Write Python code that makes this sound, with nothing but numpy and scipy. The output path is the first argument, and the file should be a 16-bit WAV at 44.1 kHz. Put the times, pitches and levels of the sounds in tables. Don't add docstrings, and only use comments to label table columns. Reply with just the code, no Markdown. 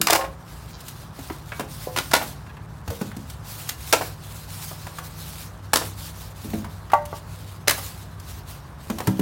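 import sys
import numpy as np
from scipy import signal
from scipy.fft import rfft, irfft
from scipy.io import wavfile
from scipy.ndimage import uniform_filter1d

SR = 44100
rng = np.random.default_rng(int(sys.argv[2]) if len(sys.argv) > 2 else 0)


def transcribe(u):
    v = np.clip(np.atleast_2d(u).T, -1, 1)
    q = np.round(v * 32767).astype(np.int16)
    wavfile.write(sys.argv[1], SR, q)


N = 406161
TIME = np.arange(N) / SR
HIT_TIME = TIME[:8192]


# start_s, crackle_db, tilt_db_per_octave, pop_db, pitch_hz
CRACK_CUES = [(.014, -7.5, 3, -20.5, 1440), (.0698, -9, 0.7, -18, 1230), (.0819, -24, -4, -18.5, 1070),
              (.0975, -35, 13, -13.5, 680), (.1054, -6, 1.5, -22, 1170), (.1225, -18, -4.5, -12.5, 404),
              (.1305, -6, 3.5, -13.5, 820), (.149, -16, 0, -15.5, 740), (.156, -17, 6, -18, 950),
              (1.9606, -25.5, -0.5, -20, 910), (1.9731, -15, -2, -29, 1370), (1.9845, -14, -0.5, -23, 1105),
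              (2.1118, -22, -1, -37, 1110), (2.1342, -6.5, -1.5, -18, 1280), (2.138, -1, -1, -15.5, 940),
              (2.149, -18, 1, -17.5, 806), (2.162, -21, 1, -21, 950), (3.926, -5.5, 0.2, -20, 1480),
              (3.9302, -10, -1, -19, 1420), (3.9323, -37, -10, -9.5, 637), (5.7328, -7, -0.5, -13.5, 916),
              (5.7372, -9, 3, -36, 1120), (5.7582, -5.5, 0, -24, 1074), (5.769, -15, 1.5, -28, 1100),
              (7.6738, -17, -1.5, -26, 1000), (7.6805, -2.5, 0, -22, 1980), (7.6942, -10.5, 1, -17.5, 2000),
              (7.7076, -13, 5, -19.5, 1170)]

def cracks(tear_s=0.00097, tear_doubling_db=11, pop_lag_s=0.001237):
    out = np.zeros(N)
    for start_s, crackle_db, tilt_db, pop_db, hz in CRACK_CUES:
        tearing_s = tear_s * 2 ** (-crackle_db / tear_doubling_db)
        add(out, start_s, gain_of(crackle_db - 3) * crackle(tearing_s, tilt_db))
        body = flex(hz, swell(HIT_TIME / 0.003), slope_db=6.5, octaves=0.76, lowest_hz=312)
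        punch = bending_wave(0.889 * hz, peak_s=0.0015, glide=0.73)
        pop = gain_of(-2) * body + gain_of(1) * punch
        add(out, start_s + pop_lag_s, gain_of(pop_db) * pop)
    return highpass(out, 230, order=3)


# frequency_hz, level_db
BEAD_EQ = [(150, 5.5), (350, -2), (700, 5.5), (1500, 3), (3000, 2.5), (5000, 1.5), (9000, -2.5),
           (16000, -7)]

def crackle(peak_s, tilt_db=3, clump_db=2, clump_hz=900):
    n = len(HIT_TIME)
    clumps = shaped_noise(n, lambda f: -20 * np.log10(1 + (f / clump_hz) ** 2))
    snaps = rng.standard_normal(n) * gain_of(rng.standard_normal(n) + clump_db * clumps)
    snaps = equalise(snaps, lambda f: curve_at(BEAD_EQ, f) + tilt_db * np.log2(f / 6000))
    return burst(snaps, swell(HIT_TIME / peak_s))


def flex(hz, envelope, slope_db, octaves, lowest_hz):
    def hump_db(f):
        bass_loss_db = 10 * np.log10(1 + (lowest_hz / f) ** 8)
        return -slope_db * (np.hypot(np.log2(f / hz), octaves) - octaves) - bass_loss_db
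    return burst(shaped_noise(len(HIT_TIME), hump_db), envelope)


def bending_wave(hz, peak_s, glide):
    turns = np.cumsum(hz * (1 + glide * np.exp(-HIT_TIME / peak_s))) / SR
    return swell(HIT_TIME / peak_s) * np.sin(2 * np.pi * turns)


# start_s, thud_db, pitch_hz, scuff_db
KNOCK_CUES = [(1.19, -35.5, 304, -41), (1.299, -28.5, 923, -46), (1.519, -26, 1480, -52),
              (1.595, -23, 688, -31), (1.6055, -27, 515, -35), (2.464, -43, 2010, -57),
              (2.568, -40, 1510, -55), (2.877, -30.5, 807, -35.5), (2.902, -31.5, 572, -34.5),
              (3.012, -27.5, 452, -35), (3.115, -36, 1296, -48), (3.69, -30, 1870, -20.5),
              (4.712, -34.5, 588, -56), (4.868, -31.5, 707, -38), (4.985, -28.5, 1071, -35),
              (6.534, -28, 481, -45), (6.644, -32, 878, -42), (6.899, -33, 1190, -49),
              (6.918, -30.5, 1230, -37), (6.934, -24.5, 1563, -31.5), (8.899, -25.5, 513, -31.5),
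              (8.984, -31.5, 740, -30.5), (9.003, -23.5, 514, -33), (9.071, -22, 888, -24),
              (9.193, -29.5, 670, -31)]

def knocks(attack_s=0.0002, decay_s=0.01, ring_t60_s=0.38, cushion_hz=2800):
    out = np.zeros(N)
    thud_envelope = (1 - np.exp(-HIT_TIME / attack_s)) * np.exp(-HIT_TIME / decay_s)
    ring_envelope = (1 - np.exp(-HIT_TIME / decay_s)) * gain_of(-60 * HIT_TIME / ring_t60_s)
    for start_s, thud_db, hz, scuff_db in KNOCK_CUES:
        thud = flex(hz, thud_envelope, slope_db=6.5, octaves=0.4, lowest_hz=189)
        thud += gain_of(-2) * bending_wave(hz, peak_s=0.0024, glide=0.34)
        thud = equalise(thud, lambda f: -10 * np.log10(1 + (f / cushion_hz) ** 4))
        free_hz = hz * 2 ** (np.linspace(-1, .5, num=5) + rng.uniform(-0.151, 0.17, size=5))
        ring = unit_rms(np.sin(2 * np.pi * np.outer(HIT_TIME, free_hz)).sum(axis=1)) * ring_envelope
        add(out, start_s, gain_of(thud_db) * (thud + gain_of(-15) * ring))
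        add(out, start_s, gain_of(scuff_db) * crackle(peak_s=0.003))
    return out


# start_s, ring_db, thump_db, thump_pitch_hz,
# thump_peak_s
SLAB_HITS = [(.148, -38, -16, 820, 0.0044), (.188, -29.5, -32, 705, 0.0044),
             (1.872, -43, -17.5, 493, 0.0012), (2.903, -46, -31.5, 468, 0.02),
             (3.936, -36, -14.5, 452, 0.0041)]
BLOCK_HITS = [(6.934, -12, -1.5, 814, 0.0011), (7.129, -33, -17, 677, 0.00047)]
FRAME_HITS = [(0.001, -38, -28, 178, 0.0053), (1.193, -56, -33, 267, 0.0044),
              (1.307, -53, -21.5, 328, 0.0017), (1.596, -44.5, -25.5, 247, 0.0046),
              (2.880, -44, -21, 97, 0.0045), (3.013, -43, -19.5, 206, 0.0049),
              (3.165, -44, -28, 206, 0.0035), (6.447, -42, -27.5, 220, 0.0041),
              (6.534, -35.5, -21, 214, 0.011), (8.900, -39, -18, 215, 0.0067),
              (9.074, -26.5, -13, 113, 0.0066), (9.194, -27, -12.5, 340, 0.001)]
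# pitch_hz, level_db, t60_s
SLAB_MODES = [(524, 10, 0.3), (750, 3, 0.2), (770, -6.5, 0.14), (890, 0, 0.24), (1045, 4.5, 0.27),
              (1470, -29, 0.31)]
BLOCK_MODES = [(584, -9, 0.33), (813, -3, 0.12), (900, -5, 0.23), (961, -3.5, 0.095), (1133, 4, 0.072),
               (1380, -0.5, 0.036), (1560, -9.5, 0.071), (1960, 3.5, 0.019)]
FRAME_MODES = [(151.6, 2.5, 0.31), (198.6, 8, 0.37), (259.5, 1.5, 0.45), (319.6, 6, 0.27), (430, 7, 0.065),
               (565, -7.5, 0.47)]

def ringing(hits, modes, attack_s=0.0018):
    t, out = TIME[:SR], np.zeros(N)
    for start_s, ring_db, thump_db, thump_hz, peak_s in hits:
        detune = np.clip(1 + 0.031 * rng.standard_normal(), .97, 1.03)
        ring = sum(gain_of(db - 60 * t / t60_s) * np.sin(2 * np.pi * (hz * detune * t + rng.random()))
                   for hz, db, t60_s in modes)
        ring *= 1 - np.exp(-t / attack_s)
        thump = swell(t / peak_s) * np.sin(2 * np.pi * thump_hz * t)
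        add(out, start_s, gain_of(ring_db) * ring + gain_of(thump_db) * thump)
    return out


# start_s, level_db, pitch_hz
BREAK_CUES = [(0.128, -18.5, 714), (.162, -20.5, 640), (2.136, -18.5, 730), (3.9327, -16, 650),
              (5.7368, -19, 570), (7.702, -25.5, 764)]

def wall_slaps(round_trip_s=0.078):
    out = np.zeros(N)
    for start_s, level_db, hz in BREAK_CUES:
        boom = bending_wave(hz, peak_s=0.00076, glide=0.29)
        smear = flex(hz, swell(HIT_TIME / 0.0062), slope_db=9.5, octaves=0.8, lowest_hz=350)
        add(out, start_s + round_trip_s, gain_of(level_db) * (boom + gain_of(-10) * smear))
    return out


# start_s, length_s, level_db
SLIDE_CUES = [(0.42, 0.29, -49.5), (0.752, 0.28, -49), (1.123, 0.24, -43.5), (1.41, 0.2, -46),
              (1.628, 0.67, -42.5), (2.84, 0.23, -43.5), (3.127, 0.21, -52.5), (3.422, 0.29, -38.5),
              (3.757, 0.16, -37), (4.167, 0.27, -43), (4.45, 0.27, -37), (4.74, 0.41, -45.5),
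              (5.13, 0.3, -40), (5.946, 0.14, -38), (6.097, 0.18, -43), (6.334, 0.25, -42.5),
              (6.647, 0.13, -51), (7.07, 0.099, -44.5), (7.214, 0.32, -47.5), (7.67, 0.051, -41),
              (7.796, 0.086, -38.5), (7.89, 0.14, -46.5), (8.2, 0.17, -44.5), (8.452, 0.062, -38.5),
              (8.75, 0.92, -48.5)]

def hiss_level_db(attack_s=0.086, release_s=0.043, holding_db=-57, afterhiss_s=0.14, afterhiss_db=-37):
    t = TIME[:SR]
    power = np.full(N, gain_of(holding_db) ** 2)
    afterhiss = [(start_s, afterhiss_s, afterhiss_db) for start_s, _, _ in BREAK_CUES[2:]]
    for start_s, length_s, level_db in SLIDE_CUES + afterhiss:
        envelope = np.minimum(t / attack_s, 1) * np.exp(-np.maximum(t - length_s, 0) / release_s)
        add(power, start_s, (gain_of(level_db) * envelope) ** 2)
    return 10 * np.log10(power)


# frequency_hz, level_db
HISS_EQ = [(1200, -8.5), (2500, 0.5), (4400, 2), (7000, -1), (15500, -1.8)]

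def rubbing(grain_db=3, judder_db=1.85, patch_db=2, body_hz=1000, firm_db=-44):
    level_db = hiss_level_db() + judder_db * drift(17.4)
    slips = rng.standard_normal(N) * gain_of(grain_db * rng.standard_normal(N))
    hz, t, spectrum = signal.stft(slips, SR, nperseg=512)
    tilt_db_per_octave = 0.2 * (np.interp(t, TIME, level_db) - firm_db)
    brightness_db = np.outer(np.log2(np.maximum(hz, body_hz) / 8000), tilt_db_per_octave)
    patches = uniform_filter1d(rng.standard_normal(spectrum.shape), size=7, axis=0)
    patches = unit_rms(uniform_filter1d(patches, size=6, axis=1))
    colour_db = curve_at(HISS_EQ, hz)[:, None] + brightness_db + patch_db * patches
    hiss = unit_rms(signal.istft(spectrum * gain_of(colour_db), SR, nperseg=512)[1][:N])
    body = shaped_noise(N, lambda f: -5 * np.log2(f / body_hz) ** 2)
    return gain_of(level_db) * (hiss + gain_of(-12) * body)


# start_s, level_db
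TICK_CUES = [(0.8041, -36), (0.881, -29), (3.165, -36), (3.298, -32.5), (7.053, -33), (8.1969, -38)]

def ticks(trim_db=-3, catches_per_s=18):
    out = np.zeros(N)
    for start_s, level_db in TICK_CUES:
        add(out, start_s, gain_of(level_db + trim_db) * crackle(peak_s=0.0036))
    caught = rng.random(N) < catches_per_s / SR
    catches = caught * gain_of(hiss_level_db() + rng.uniform(0.84, 6, N))
    return out + signal.fftconvolve(catches, crackle(peak_s=0.00067))[:N]


# start_s, length_s, slip_rate_hz, resonance_hz, level_db
SQUEAK_CUES = [(.71, 0.083, 790, 4360, -47), (2.487, 0.036, 830, 1440, -43), (6.0, 0.1, 930, 4340, -46)]

def squeaks(jitter=0.025, roughness=0.89, slope_db=14):
    out = np.zeros(N)
    wobble, strength = jitter * drift(490), 1 + roughness * drift(350)
    for start_s, length_s, slip_hz, resonance_hz, level_db in SQUEAK_CUES:
        span = slice(round(start_s * SR), round((start_s + length_s) * SR))
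        turns = np.cumsum(slip_hz * (1 + wobble[span])) / SR
        slips = strength[span] * sum(np.cos(2 * np.pi * k * turns) for k in range(1, 10))
        tone = equalise(slips, lambda f: -slope_db * np.abs(np.log2(f / resonance_hz)))
        add(out, start_s, gain_of(level_db) * unit_rms(tone) * np.hanning(len(tone)))
    return out


# delay_s, level_db
REFLECTIONS = [(0.012, -11.5), (0.016, -34)]
# frequency_hz, t60_s
TAIL_DECAY = [(150, 0.61), (700, 0.26), (2000, 0.26), (6000, 0.25), (16000, 0.27)]

def driveway(x, tail_db, build_s=0.0034, crossfade_s=4.49, tails=3):
    response = signal.unit_impulse(SR // 2)
    dull_click = signal.lfilter([.25], [1, -.75], signal.unit_impulse(32))
    for delay_s, level_db in REFLECTIONS:
        add(response, delay_s, gain_of(level_db) * dull_click)
    out = signal.fftconvolve(x, response)[:N]
    for k in range(tails):
        hz, t, spectrum = signal.stft(rng.standard_normal(SR // 2), SR, nperseg=256)
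        decay = gain_of(-60 * t / curve_at(TAIL_DECAY, hz)[:, None])
        tail = signal.istft(spectrum * decay, SR, nperseg=256)[1]
        tail *= 1 - np.exp(-(TIME[:len(tail)] / build_s) ** 2)
        send = np.sqrt(2 / tails) * np.cos(np.pi * (TIME / crossfade_s + k / tails))
        out += gain_of(tail_db) * signal.fftconvolve(x * send, tail / np.linalg.norm(tail))[:N]
    return out


# frequency_hz, level_db
AIR_EQ = [(20, -43), (40, -11), (60, 3), (95, -1), (160, -6), (260, -15.5), (450, -19.5), (1040, -17),
          (1700, -24), (3000, -45.5), (16000, -65)]

def outdoor_air(level_db=-40.4):
    return gain_of(level_db) * shaped_noise(N, lambda f: curve_at(AIR_EQ, f))


# time_s, pitch_hz, level_db
HUM_KEYFRAMES = [
    [(0, 109.2, -54), (2.3, 108.1, -47), (4.3, 101, -43.5), (5.1, 100, -48.5), (5.7, 98.94, -40.5),
     (8.25, 98.64, -43), (8.8, 93, -51)],
    [(0, 142.1, -53), (2.1, 144.3, -45.5), (5.7, 138.2, -53), (7.6, 141, -56)],
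    [(2.8, 162.5, -52), (3.9, 159.4, -48.5), (5.6, 159.7, -45.5), (8.15, 161.4, -49), (8.6, 140.6, -49)],
]

def machine_hum(waver_db=1.5, wander=0.004):
    out = np.zeros(N)
    for keyframes in HUM_KEYFRAMES:
        time_s, hz, db = np.transpose(keyframes)
        turns = np.cumsum(np.interp(TIME, time_s, hz) * (1 + wander * drift(6.4))) / SR
        tone = np.sqrt(2) * np.sin(2 * np.pi * (turns + rng.random()))
        out += tone * gain_of(np.interp(TIME, time_s, db) + waver_db * drift(4.9))
    return out


def gain_of(db):
    return 10 ** (np.asarray(db) / 20)


def unit_rms(x):
    return x / np.sqrt(np.mean(x ** 2) + 1e-20)


def curve_at(points, hz):
    f, value = np.transpose(points)
    return np.interp(np.log(hz + 1), np.log(f + 1), value)


def add(mix, start_s, sound):
    part = mix[round(start_s * SR):][:len(sound)]
    part += sound[:len(part)]


def equalise(x, db_at):
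    return irfft(rfft(x) * gain_of(db_at(np.fft.rfftfreq(len(x), 1 / SR) + 1)), len(x))


def highpass(x, hz, order):
    return signal.sosfilt(signal.butter(order, hz, "high", fs=SR, output="sos"), x)


def shaped_noise(n, db_at):
    return unit_rms(equalise(rng.standard_normal(n), db_at))


def drift(rate_hz):
    return shaped_noise(N, lambda f: -10 * np.log10(1 + (f / rate_hz) ** 6))


def burst(x, envelope):
    shaped = x * envelope
    return shaped * np.linalg.norm(envelope) / (np.linalg.norm(shaped) + 1e-20)


def swell(u):
    return u * np.exp(1 - u)


def scene():
    rings = ringing(SLAB_HITS, SLAB_MODES) + ringing(BLOCK_HITS, BLOCK_MODES)
    rings += ringing(FRAME_HITS, FRAME_MODES)
    foam = driveway(cracks() + wall_slaps(), tail_db=-7)
    foam += driveway(knocks() + ticks(), tail_db=-8.5)
    foam += driveway(rings, tail_db=-10)
    return (foam + rubbing() + squeaks() + outdoor_air() + machine_hum())[None]


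def record(dry, ceiling=0.79, top_hz=16300):
    rounded = dry / (1 + (dry / ceiling) ** 6) ** (1 / 6)
    thinned = highpass(rounded, 42, order=4)
    lowpass = signal.firwin(511, top_hz, window=("kaiser", 9), fs=SR)
    return signal.oaconvolve(thinned, lowpass[None], "same")


dry = scene()
out = record(dry)
transcribe(out)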